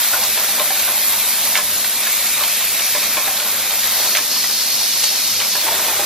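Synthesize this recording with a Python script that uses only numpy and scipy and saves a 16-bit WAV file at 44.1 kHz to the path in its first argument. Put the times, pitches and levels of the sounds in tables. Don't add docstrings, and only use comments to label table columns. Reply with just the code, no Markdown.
import sys
import numpy as np
from scipy import signal
from scipy.fft import rfft, irfft, next_fast_len
from scipy.io import wavfile
from scipy.ndimage import uniform_filter1d, map_coordinates

SR = 44100
rng = np.random.default_rng(int(sys.argv[2]) if len(sys.argv) > 2 else 0)


def persist_wave(psi):
    counts = np.round(np.clip(psi, -1, 1) * 32767).astype(np.int16)
    wavfile.write(sys.argv[1], SR, np.atleast_2d(counts).T)


def invert_db(x):
    u = np.asarray(x, float) / 20
    return 10 ** u


N = 266805

SHAKE_HZ = 103.3
CUT_S = 5.63

# (time [s], level [dB])
NEARNESS = [(0, 0.5), (.8, -1.5), (1.45, 1), (1.7, -2), (2.2, 0), (2.8, -1), (3.7, -2), (4.05, 0.5),
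            (4.27, -3), (4.6, -2.5), (5.0, -1.5), (5.5, -2), (5.75, 0), (6.05, -0.5)]
# (time [s], strength [dB])
PRESS_STARTS = [
    (1.553, 0),
    (4.15, 0.0098),
]


def unit(x):
    return x / np.sqrt(np.mean(x ** 2) + 1e-20)


def along(points, hz):
    f, v = np.transpose(points)
    return np.interp(np.log(hz + 1), np.log(f + 1), v)


def curves(rows):
    s, *cols = np.transpose(rows)
    return [np.interp(np.arange(N) / SR, s, c) for c in cols]


def wobble(rate):
    knots = rng.standard_normal(int(N * rate / SR) + 4)
    return map_coordinates(knots, [np.arange(N) * rate / SR])


def switched(rows, off_db, rise_s, fall_s):
    t = np.arange(N) / SR
    power = invert_db(2 * off_db)
    for s, length, db in rows:
        rise = np.clip((t - s) / rise_s, 0, 1)
        fall = np.exp(-np.maximum(t - s - length, 0) / fall_s)
        power = power + (invert_db(db) * rise * fall) ** 2
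    return 10 * np.log10(power)


def filtered(x, response):
    m = next_fast_len(N + SR // 2)
    return irfft(rfft(x, m) * response(np.fft.rfftfreq(m, 1 / SR)), m)[..., :N]


def colour(spectrum):
    return lambda hz: invert_db(along(spectrum, hz))


def resonances(modes):
    def response(f):
        total = 0
        for k, (c, w, db) in enumerate(modes):
            total = total + (-1) ** k * invert_db(db) * 1j * f * w / (c * c - f * f + 1j * f * w)
        return total
    return response


def ports(pair):
    # (frequency [Hz], correlation [0-1])
    likeness = [(100, .998), (600, .99), (1400, .96), (2500, .9), (4000, .65), (6500, .45), (9000, .5),
                (13000, .7)]
    # (frequency [Hz], phase [rad])
    left_lead = [(3000, 0), (4500, -.4), (6700, -1.7), (9000, -2.35), (12500, -2.25), (15500, -2.9)]

    def share(hz):
        turn = np.arccos(np.clip(along(likeness, hz), -1, 1)) / 2
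        return np.array([np.cos(turn), np.sin(turn)])

    def shift(hz):
        return np.exp(.5j * np.outer([1, -1], along(left_lead, hz)))

    mid, side = filtered(pair, share)
    return filtered(np.array([mid + side, mid - side]), shift)


def rush(response, patchy_db, grain=1):
    z = signal.stft(grain * rng.standard_normal((2, N)), nperseg=512)[2]
    patches = uniform_filter1d(rng.standard_normal(z.shape[1:]), size=5, axis=0)
    patches = uniform_filter1d(patches, size=8, axis=1)
    noise = signal.istft(z * invert_db(patchy_db * unit(patches)), nperseg=512)[1][:, :N]
    pair = filtered(noise, response)
    return pair / np.std(ports(pair).mean(0))


def hall():
    # (frequency [Hz], level per Hz [dB])
    rumble_colour = [(13, -57), (22, -31), (43, -48), (98, -11), (146, -9), (200, -3), (296, -2.5),
                     (450, -5.5), (500, -1.5), (650, -40), (1100, -120)]
    # (frequency [Hz], level per Hz [dB])
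    clatter_colour = [(240, -27), (400, -12.5), (607, -1), (676, -2), (1180, -2), (2000, -2.5),
                      (2600, -15.5), (4400, -120)]
    # (start [s], length [s], level [dB])
    busy = [
        (-.1, 1.52, -33.5),
        (1.95, 0.59, -36.5),
        (2.95, 1.09, -34.5),
        (5.6, 0.36, -32.5),
    ]
    rise_s, fall_s = 0.085, 0.29
    drive = [(s - .2, 0.41, -47.5) for s, db in PRESS_STARTS]
    clatter_db = switched(busy, -34, rise_s, fall_s) + 0.66 * curves(NEARNESS)[0] + .8 * wobble(12)
    rumble_db = switched(drive, -47, rise_s, fall_s)
    clatter = invert_db(clatter_db) * rush(colour(clatter_colour), patchy_db=2.06)
    return clatter + invert_db(rumble_db) * rush(colour(rumble_colour), patchy_db=2.5)


def hum():
    # (start [s], length [s], level [dB])
    coil_on = [(.1, 0.36, -53), (.8, .5, -54.5), (1.6, 0.34, -59), (2.35, 1, -58.5), (3.5, 0.48, -53.5),
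               (4.28, 0.17, -59), (4.7, 0.42, -58), (5.28, 0.14, -52), (5.62, .5, -54)]
    coil_db = switched(coil_on, off_db=-62.5, rise_s=0.027, fall_s=0.034) + 1.46 * wobble(4.0)
    motor_db = -52 + 2.2 * wobble(9)
    t = np.arange(N) / SR
    coils = np.sin(2 * np.pi * 100 * t) + 0.29 * np.sin(2 * np.pi * SHAKE_HZ * t + 1.9)
    motor = np.sin(2 * np.pi * 216 * t + 0.89 * wobble(14))
    motor = motor + .5 * np.sin(4 * np.pi * SHAKE_HZ * t + wobble(2.5))
    tones = invert_db(coil_db) * unit(coils) + invert_db(motor_db) * unit(motor)
    return np.array([tones, 0 * tones])


def air():
    # (frequency [Hz], level per Hz [dB])
    leak_colour = [(1200, -16), (1700, -8.5), (2500, -1), (3700, 5), (5300, 2), (6800, 3.5), (7500, 2.5),
                   (9500, 2), (11500, 5), (14000, -3.5), (15500, 5), (16300, -34)]
    # (frequency [Hz], width [Hz], level [dB])
    exhaust_modes = [(2250, 620, 0), (2620, 520, -1)]
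    # (frequency [Hz], width [Hz], level [dB])
    nozzle_modes = [(3050, 800, -12), (3730, 260, -4), (4400, 360, 0), (5280, 330, 1), (6200, 700, -4)]
    # (start [s], length [s], level [dB])
    exhaust_open = [
        (-.1, 1.53, -34.5),
        (1.97, 1.26, -31),
        (3.45, 0.43, -36),
        (4.75, 0.91, -40),
        (5.7, .5, -39),
    ]
    # (start [s], length [s], level [dB])
    nozzle_open = [
        (-.1, 0.63, -34),
        (2.8, .4, -31.5),
        (3.74, 0.16, -30.5),
        (3.93, 0.335, -27),
        (4.3, 1.3, -24),
        (5.035, 0.012, -24),
    ]
    open_s, bleed_s = 0.033, 0.13
    flutter = wobble(13)
    leak_db = -22.5 + curves(NEARNESS)[0] + 0.37 * flutter
    exhaust_db = switched(exhaust_open, -38, open_s, bleed_s) + 0.38 * flutter + 0.38 * wobble(30)
    nozzle_db = switched(nozzle_open, -35, open_s / 4, bleed_s / 2) + .4 * flutter + .5 * wobble(30)
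    leak = invert_db(leak_db) * rush(colour(leak_colour), patchy_db=1.5)
    exhaust = invert_db(exhaust_db) * rush(resonances(exhaust_modes), patchy_db=1.5)
    nozzle = invert_db(nozzle_db) * rush(resonances(nozzle_modes), patchy_db=1.2)
    return leak + exhaust + nozzle


def feeder():
    # (time [s], rattle level [dB], track ring level [dB])
    load = [(0, -24, -41), (.5, -26, -35), (1.1, -22.5, -31.5), (1.25, -24.5, -32), (1.5, -26, -33),
            (3.15, -26, -38.5), (4.0, -25, -38), (4.95, -26.5, -34.5), (6.05, -27.5, -54)]
    # (frequency [Hz], width [Hz], level [dB])
    pin_modes = [(12820, 330, 0), (13400, 1500, -9)]
    # (frequency [Hz], width [Hz], level [dB])
    track_modes = [(10550, 250, 0)]
    # (frequency [Hz], level per Hz [dB])
    bowl_colour = [(220, -30), (350, -2), (500, -5), (800, -9), (1500, -5), (5000, -8), (9000, -12),
                   (13000, -4), (15000, -9), (16000, -30)]
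    rattle_db, track_db = curves(load) + 0.72 * curves(NEARNESS)[0]
    t = np.arange(N) / SR
    turn = 2 * np.pi * SHAKE_HZ * t + 0.07 * wobble(3.05)
    hops_db = 3.5 * np.cos(turn) + 1.8 * np.cos(2 * turn + 0.74) + 0.75 * np.cos(turn / 2)
    hops = invert_db(hops_db + 0.81 * wobble(110))

    def grain():
        return hops * invert_db(0.49 * wobble(1500))

    pins = invert_db(rattle_db - 1.5) * rush(resonances(pin_modes), patchy_db=0.7, grain=grain())
    track = invert_db(track_db + 1.6) * rush(resonances(track_modes), patchy_db=2.0, grain=grain())
    heap_level = (t > CUT_S) * invert_db(-28.5 + .7 * wobble(25))
    return pins + track + heap_level * rush(colour(bowl_colour), patchy_db=-1.5)


def valves():
    # (time [s], peak level [dB])
    snap_events = [(0.796, -13), (0.9804, -12), (2.3747, -14), (2.4368, -4), (2.6092, -6), (2.7453, -9),
                   (2.794, -10), (3.3737, -7), (3.3997, -6), (3.7086, -7), (4.4408, -6)]
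    t = np.arange(SR // 100) / SR
    snaps = np.zeros(N)
    for s, db in snap_events:
        snaps[round(s * SR):][:len(t)] += invert_db(db + 3.0 - 60 * t / 0.0088) * rng.standard_normal(len(t))
    return filtered(snaps, resonances([(3370, 1600, 0.01)]))


def contacts():
    # (time [s], strength [dB])
    index_starts = [
        (.373, -1.5),
        (2.949, -0.5),
        (5.553, -2.5),
    ]
    clamp_starts = [
        (.596, 0.67),
        (3.169, -0.65),
    ]
    eject_starts = [
        (.23, 2.5),
        (2.795, 3.5),
        (5.401, 4.5),
    ]
    # (delay [s], frame knock level [dB], frame pitch [Hz], slide ring level [dB], slide pitch [Hz])
    index_steps = [
        (0, -12.5, 997, -15.5, 1700),
        (.002, -18, 612, -30, 2440),
        (.024, -20.5, 620, -24, 3700),
    ]
    clamp_steps = [
        (0, -11.5, 1045, -10.5, 3600),
        (.006, -13, 611, -21, 2200),
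        (.1085, -14, 770, -18, 1700),
        (.2, -21, 850, -14, 3700),
        (.29, -16, 1030, -28, 2500),
        (.5395, -20, 926, -13, 3750),
    ]
    press_steps = [
        (-.098, -14.5, 1024, -27, 2480),
        (0, -11.5, 1634, -5, 2220),
        (.001, -30, 1610, -9.5, 3380),
        (.01, -21, 1570, -12.5, 1760),
        (.0205, -15, 1295, -10, 2400),
        (.0315, -13, 1070, -14, 1700),
        (.045, -26, 1070, -22, 1700),
        (.2905, -16.5, 1484, -13, 1940),
        (.884, -19.5, 880, -14, 3000),
    ]
    eject_steps = [
        (0, -14, 2900, -18, 3600),
    ]
    # (time [s], frame knock level [dB], frame pitch [Hz], slide ring level [dB], slide pitch [Hz])
    strays = [(.134, -7.5, 1457, -23, 3460), (.487, -21, 790, -16, 2570), (.878, -13, 1540, -31, 2100),
              (2.068, -16.5, 1405, -15, 1710), (2.242, -29, 920, -26, 2270), (2.374, -22, 847, -16, 3720),
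              (2.407, -13.5, 1170, -18, 3350), (2.609, -21, 1150, -22, 3760), (3.401, -17, 1410, -19, 2270),
              (4.499, -20, 1510, -31, 3600), (5.414, -23.5, 786, -11.5, 2310),
              (5.666, -11.5, 897, -13, 2580), (5.682, -11.5, 934, -16, 2970),
              (5.715, -13.5, 677, -27, 2540), (5.739, -21, 970, -25, 1950),
              (5.883, -12.5, 891, -14.5, 2460), (5.995, -9, 812, -15, 3350)]
    stations = [(index_starts, index_steps), (clamp_starts, clamp_steps),
                (PRESS_STARTS, press_steps), (eject_starts, eject_steps)]
    cycle = []
    for starts, steps in stations:
        for s, db in starts:
            for delay, knock_db, frame_hz, ring_db, slide_hz in steps:
                if s + delay < CUT_S:
                    cycle.append((s + delay, knock_db + db, frame_hz, ring_db + db, slide_hz))
    return cycle + strays


def ring(modes, struck_hz, t):
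    wander = .028 * np.cumsum(rng.standard_normal(len(t)))
    decay = invert_db(-60 * t * max(struck_hz, 700) / 95)
    sound = np.sin(2 * np.pi * struck_hz * t + wander) * decay
    for (hz, db, t60), (spread, start) in zip(modes, rng.standard_normal((len(modes), 2))):
        level_db = db - 7 + 2 * spread - 7 * abs(np.log2(hz / struck_hz))
        sound = sound + invert_db(level_db - 60 * t / t60) * np.sin(2 * np.pi * hz * t + start)
    return sound * (1 - np.exp(-t / 0.00026)) / np.abs(sound).max()


def slides():
    # (frequency [Hz], level [dB], t60 [s])
    frame_modes = [(600, 1, .2), (790, -3, .12), (920, -3, .1), (1065, -2, .09), (1460, -6, .05)]
    # (frequency [Hz], level [dB], t60 [s])
    slide_modes = [(1690, -2, .045), (1970, -3, .04), (2280, 0, .045), (2520, -2, .04), (3260, -7, .03),
                   (3680, -5, .04)]
    # (time [s], level [dB])
    tick_events = [(.235, -9), (1.56, -18), (1.573, -6.5), (2.436, -14), (4.055, -23), (4.162, -11),
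                   (4.17, -6), (4.441, -24), (5.037, -3.5), (5.401, -17), (1.843, -20), (5.554, -15),
                   (5.666, -23)]
    t = np.arange(SR // 4) / SR
    body, thuds, cracks, ticks = np.zeros((4, N + SR))
    for s, knock_db, frame_hz, ring_db, slide_hz in contacts():
        now = slice(round(s * SR), round(s * SR) + len(t))
        puff = rng.standard_normal((2, len(t))) * (1 - np.exp(-t / 0.00094))
        body[now] += invert_db(knock_db - 5.5) * ring(frame_modes, frame_hz, t)
        body[now] += invert_db(ring_db - 2.0) * ring(slide_modes, slide_hz, t)
        thuds[now] += invert_db(knock_db - 1.5 - 60 * t / .11) * puff[0]
        cracks[now] += invert_db(ring_db + 5.5 - 60 * t / 0.029) * puff[1]
    for s, db in tick_events:
        burst = rng.standard_normal(len(t)) * (1 - np.exp(-t / 0.0005))
        ticks[round(s * SR):][:len(t)] += invert_db(db - 60 * t / 0.065) * burst
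    thud = filtered(thuds[:N], lambda f: resonances([(900, 1300, 0)])(f) ** 2)
    crack = filtered(cracks[:N], lambda f: resonances([(2400, 3200, 0)])(f) ** 2)
    tick = filtered(ticks[:N], resonances([(5940, 4900, 0)]))
    return body[:N] + thud + crack + tick


def walls(x):
    # (frequency [Hz], t60 [s])
    hall_t60 = [(300, 1), (2000, 0.27), (8000, 0.43)]
    hz, t, z = signal.stft(rng.standard_normal((2, SR // 2)), SR, nperseg=256)
    tail = signal.istft(z * invert_db(-60 * t / along(hall_t60, hz)[:, None]), SR, nperseg=256)[1]
    late = np.pad(x, (300, 0))[None]
    return signal.fftconvolve(late, tail / np.linalg.norm(tail[0]), axes=1)[:, :N]


def scene():
    background = hall() + hum() + air() + feeder()
    blows = slides() + valves()
    near = np.array([blows, 0.72 * np.roll(blows, 40)])
    return ports(near + invert_db(-7) * walls(blows) + background)


def gain_control(x):
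    keep = np.exp(-1 / (.11 * SR))
    power = signal.lfilter([1 - keep], [1, -keep], np.mean(x ** 2, 0), zi=[np.mean(x ** 2)])[0]
    late = np.pad(power, (900, 0), "edge")[:N]
    x = x * np.minimum(1, (late / invert_db(-31)) ** -.6)
    return x / (1 + np.abs(x / .95) ** 8) ** (1 / 8)


def sparse(z, hz):
    # (frequency [Hz], level [dB])
    lost_below = [(1200, -20), (2000, -5), (3000, -3.5), (5500, -4.5), (8500, 0), (10000, -3.5),
                  (12500, -5), (14500, 0)]

    def band(v):
        return np.sqrt(np.abs(uniform_filter1d(np.abs(v) ** 2, size=32, axis=0)) + 1e-20)

    left = z * (np.abs(z) > band(z) * invert_db(along(lost_below, hz))[:, None])
    return left * np.minimum(band(z) / band(left), 2)


def thrifty(x):
    # (start [s], top of the middle [Hz], share of low side bands kept [0-1])
    spells = [(0, 15350, .42), (1.65, 14800, .4), (2.0, 15100, .33), (3.92, 15650, .75), (4.23, 14300, .75),
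              (5.6, 15300, 0)]
    hz, t, (mid, side) = signal.stft([x[0] + x[1], x[0] - x[1]], SR, nperseg=2048)
    s, top_hz, share = np.transpose(spells)
    spell = np.searchsorted(s, t, "right") - 1
    mid = mid * (hz[:, None] < top_hz[spell] + 350 * rng.standard_normal(len(t)))
    luck = rng.random((len(hz) // 16 + 1, len(t) // 2 + 1))
    luck = luck.repeat(16, 0).repeat(2, 1)[:len(hz), :len(t)]
    kept = luck < share[spell] * np.interp(hz, [1800, 2200], [1, .55])[:, None]
    side = side * (kept | (hz[:, None] > 3400))
    mid, side = signal.istft([sparse(mid, hz), sparse(side, hz)], SR, nperseg=2048)[1][:, :N] / 2
    return np.array([mid + side, mid - side])


def top_cut(x):
    return signal.sosfilt(signal.butter(12, 15900, fs=SR, output="sos"), x)


def record(dry):
    heard = filtered(dry, colour([(20, -5), (50, -16.0), (75, 0.5)]))
    mix = thrifty(gain_control(heard))
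    return top_cut(mix)


dry = scene()
out = record(dry)
persist_wave(out)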